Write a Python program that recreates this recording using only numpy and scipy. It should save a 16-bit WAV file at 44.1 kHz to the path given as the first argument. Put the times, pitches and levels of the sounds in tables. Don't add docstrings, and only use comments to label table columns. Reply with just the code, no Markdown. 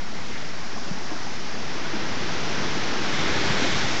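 import sys
import numpy as np
from scipy import signal
from scipy.fft import rfft, irfft
from scipy.io import wavfile
from scipy.ndimage import uniform_filter1d

SR = 44100
rng = np.random.default_rng(int(sys.argv[2]) if len(sys.argv) > 2 else 0)


def persist_wave(psi):
    counts = np.round(np.clip(psi, -1, 1) * 32767).astype(np.int16)
    wavfile.write(sys.argv[1], SR, np.atleast_2d(counts).T)


N = 176400

# time in seconds, relative level in dB.
SURGE_LEVEL = [(0, -29), (.3, -18.5), (.6, -17), (1.0, -15), (1.4, -12), (1.57, -12), (1.75, -9),
               (2.05, -6.5), (2.55, -4.5), (3.1, -3), (3.45, -0.2), (3.62, -1), (3.8, -2.5), (4.0, -4)]


def amp(db):
    return 10 ** (np.asarray(db) / 20)


def unit(x):
    return x / np.sqrt(np.mean(x ** 2) + 1e-20)


def curve(points):
    return np.interp(np.arange(N) / SR, *np.transpose(points))


def filtered(x, response):
    hz, db = np.transpose(response)
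    gain_db = np.interp(np.log(np.fft.rfftfreq(N, 1 / SR) + 1), np.log(hz + 1), db)
    return irfft(rfft(x) * amp(gain_db), N)


def add(mix, start_s, sound):
    part = mix[max(round(start_s * SR), 0):][:len(sound)]
    part += sound[:len(part)]


def burst(t, rise_s, decay_s):
    shape = (1 - np.exp(-(t / rise_s) ** 2)) * np.exp(-t / decay_s)
    return shape / shape.max()


def band_noise(n, hz, octaves):
    distance = np.log2((np.fft.rfftfreq(n, 1 / SR) + 1) / hz) / octaves
    return unit(irfft(np.exp(-.5 * distance ** 2 + 2j * np.pi * rng.random(len(distance))), n))


def patches(shape, span_s, span_hz, size):
    frames = max(round(span_s * SR * 4 / size), 1)
    bins = max(round(span_hz * size / SR), 1)
    field = uniform_filter1d(rng.standard_normal(shape), frames, 0)
    return unit(uniform_filter1d(field, bins, 1))


def rushing_water(spectrum, patch_db, patch_s, patch_hz, flicker_db, size=512):
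    framing = dict(nperseg=size, noverlap=size * 3 // 4)
    cells = signal.stft(rng.standard_normal(N), **framing)[2].T
    gain_db = patch_db * patches(cells.shape, patch_s, patch_hz, size)
    gain_db += flicker_db * patches(cells.shape, .009, 3000, size)
    noise = signal.istft((cells * amp(gain_db)).T, **framing)[1][:N]
    return unit(filtered(noise, spectrum))


def wash():
    # frequency in Hz, relative spectral density in dB.
    spectrum = [(20, -15), (80, -10), (150, -6.5), (220, -3.5), (320, -10), (420, -11), (540, -14.5),
                (820, -11.5), (1100, -14.5), (1900, -15.5), (2900, -23), (4500, -23), (5500, -21),
                (8000, -29.5)]
    return amp(-34.5) * rushing_water(spectrum, patch_db=1.5, patch_s=.05, patch_hz=450, flicker_db=.37)


def drops():
    # start in seconds, peak level in dB, pitch in Hz.
    impacts = [(.741, -30, 1690), (.764, -34.5, 695), (0.778, -29, 1080), (1.268, -26.5, 770)]
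    t = np.arange(SR // 20) / SR
    out = np.zeros(N)
    for start_s, db, hz in impacts:
        add(out, start_s, amp(db) * burst(t, rise_s=1 / hz, decay_s=.0039) * np.sin(2 * np.pi * hz * t))
    return out


def slaps():
    # start in seconds, level in dB, centre frequency in Hz.
    wavelets = [(.18, -37.5, 980), (.345, -37, 1700), (.756, -44, 900), (1.114, -38, 600),
                (1.15, -37.5, 1210), (3.34, -32, 2000), (3.435, -33, 720), (3.495, -32, 2100),
                (3.637, -26, 500)]
    t = np.arange(SR // 6) / SR
    envelope = burst(t, rise_s=.0032, decay_s=.03)
    out = np.zeros(N)
    for start_s, db, hz in wavelets:
        add(out, start_s, amp(db) * envelope * band_noise(len(t), hz, octaves=.49))
    return out


def gulps(rise_s=.004, glide_per_s=1.5):
    # start in seconds, envelope peak in dB, pitch in Hz, decay time in seconds.
    pockets = [(.909, -21.5, 177, 0.009), (1.112, -25.5, 306, 0.013), (1.154, -28, 245, 0.0069),
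               (1.6, -26, 205, .008), (1.869, -28.5, 338, .01), (1.932, -21.5, 312, .01),
               (1.947, -26, 208, .013), (2.167, -23, 250, 0.0084), (2.321, -27, 292, 0.0065),
               (2.575, -26.5, 191, .012), (2.769, -21, 278, .004), (3.499, -20, 139, .011),
               (3.56, -23, 200, 0.0058), (3.619, -17, 255, 0.0063), (3.64, -17, 272, 0.0082)]
    t = np.arange(SR // 6) / SR
    out = np.zeros(N)
    for start_s, db, hz, decay_s in pockets:
        cycles = hz * t * (1 + glide_per_s * t / 2)
        ring = np.sin(2 * np.pi * (cycles + rng.random()))
        churn = .27 * band_noise(len(t), hz, octaves=1.0)
        add(out, start_s, amp(db) * burst(t, rise_s, decay_s) * (ring + churn))
    return out


def bubbles(pitches=40, per_s=700, decay_cycles=7.6, spread_db=4, surge_share=.56):
    out = np.zeros(N)
    for hz in np.geomspace(550, 6500, pitches):
        decay_s = decay_cycles / hz
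        t = np.arange(0, 5 * decay_s, 1 / SR)
        cycles = hz * t * (1 + .015 * t / decay_s)
        ring = burst(t, .5 / hz, decay_s) * np.sin(2 * np.pi * cycles)
        strengths = amp(spread_db * np.minimum(rng.exponential(1, N), 4))
        births = rng.random(N) < per_s / pitches / SR
        out += signal.oaconvolve(strengths * births, ring)[:N]
    return amp(-39.5 + surge_share * curve(SURGE_LEVEL)) * unit(out)


def foam():
    # time in seconds, relative level in dB.
    amount = [(0, -23), (.4, -11.5), (.85, -6.5), (1.6, -7), (2.1, -6.5), (2.6, -2.5), (3.3, -3),
              (3.7, -0.5), (4.0, 2)]
    # frequency in Hz, relative spectral density in dB.
    spectrum = [(300, -10.5), (1500, -5), (3100, -16), (4000, -5), (4700, -1), (5450, 0), (6200, -2.5),
                (8000, -10.5)]
    fizz = rushing_water(spectrum, patch_db=1.2, patch_s=.063, patch_hz=400, flicker_db=.5)
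    return amp(-34.5 + curve(amount)) * fizz


def wave_roar():
    # frequency in Hz, relative spectral density in dB.
    spectrum = [(20, -15.5), (55, -4), (150, 0.5), (230, -0.4), (350, 1), (560, -7), (850, -6.5),
                (1100, -8), (1500, -6.5), (2150, -8.5), (2650, -11.5), (3400, -12), (4500, -17),
                (6000, -18.5), (8000, -29.5)]
    roar = rushing_water(spectrum, patch_db=.06, patch_s=.06, patch_hz=500, flicker_db=.06)
    return amp(-23 + curve(SURGE_LEVEL)) * roar


def wave_crash():
    # time in seconds, relative level in dB.
    breaking = [(0, -15.5), (.38, -11), (.75, -27.5), (2.9, -19.5), (3.15, -3.5), (3.38, -4), (3.68, 0.5),
                (4.0, -3.5)]
    # frequency in Hz, relative spectral density in dB.
    spectrum = [(25, 3.5), (70, 7), (150, 7.5), (300, -10), (600, -2.5), (1100, -8), (1500, -3.5),
                (1850, 0.5), (2170, 4), (2500, -4), (3600, -0.5), (4700, -8), (5600, -10), (6700, -7.5),
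                (8000, -8)]
    crash = rushing_water(spectrum, patch_db=1.5, patch_s=.1, patch_hz=297, flicker_db=1.7)
    return amp(-26.5 + curve(breaking)) * crash


def scene():
    mix = wash() + drops() + slaps() + gulps() + bubbles() + foam() + wave_roar() + wave_crash()
    return mix[None]


def record(dry, cutoff_hz=8000, offset=-.088):
    # frequency in Hz, gain in dB.
    response = [(20, -5), (5500, -0.5), (6500, -3.5), (7200, -6.5), (7900, -15.5)]
    low_pass = signal.firwin(611, cutoff_hz, window=("kaiser", 9), fs=SR)
    return offset + signal.oaconvolve(filtered(dry, response), low_pass[None], "same")


dry = scene()
out = record(dry)
persist_wave(out)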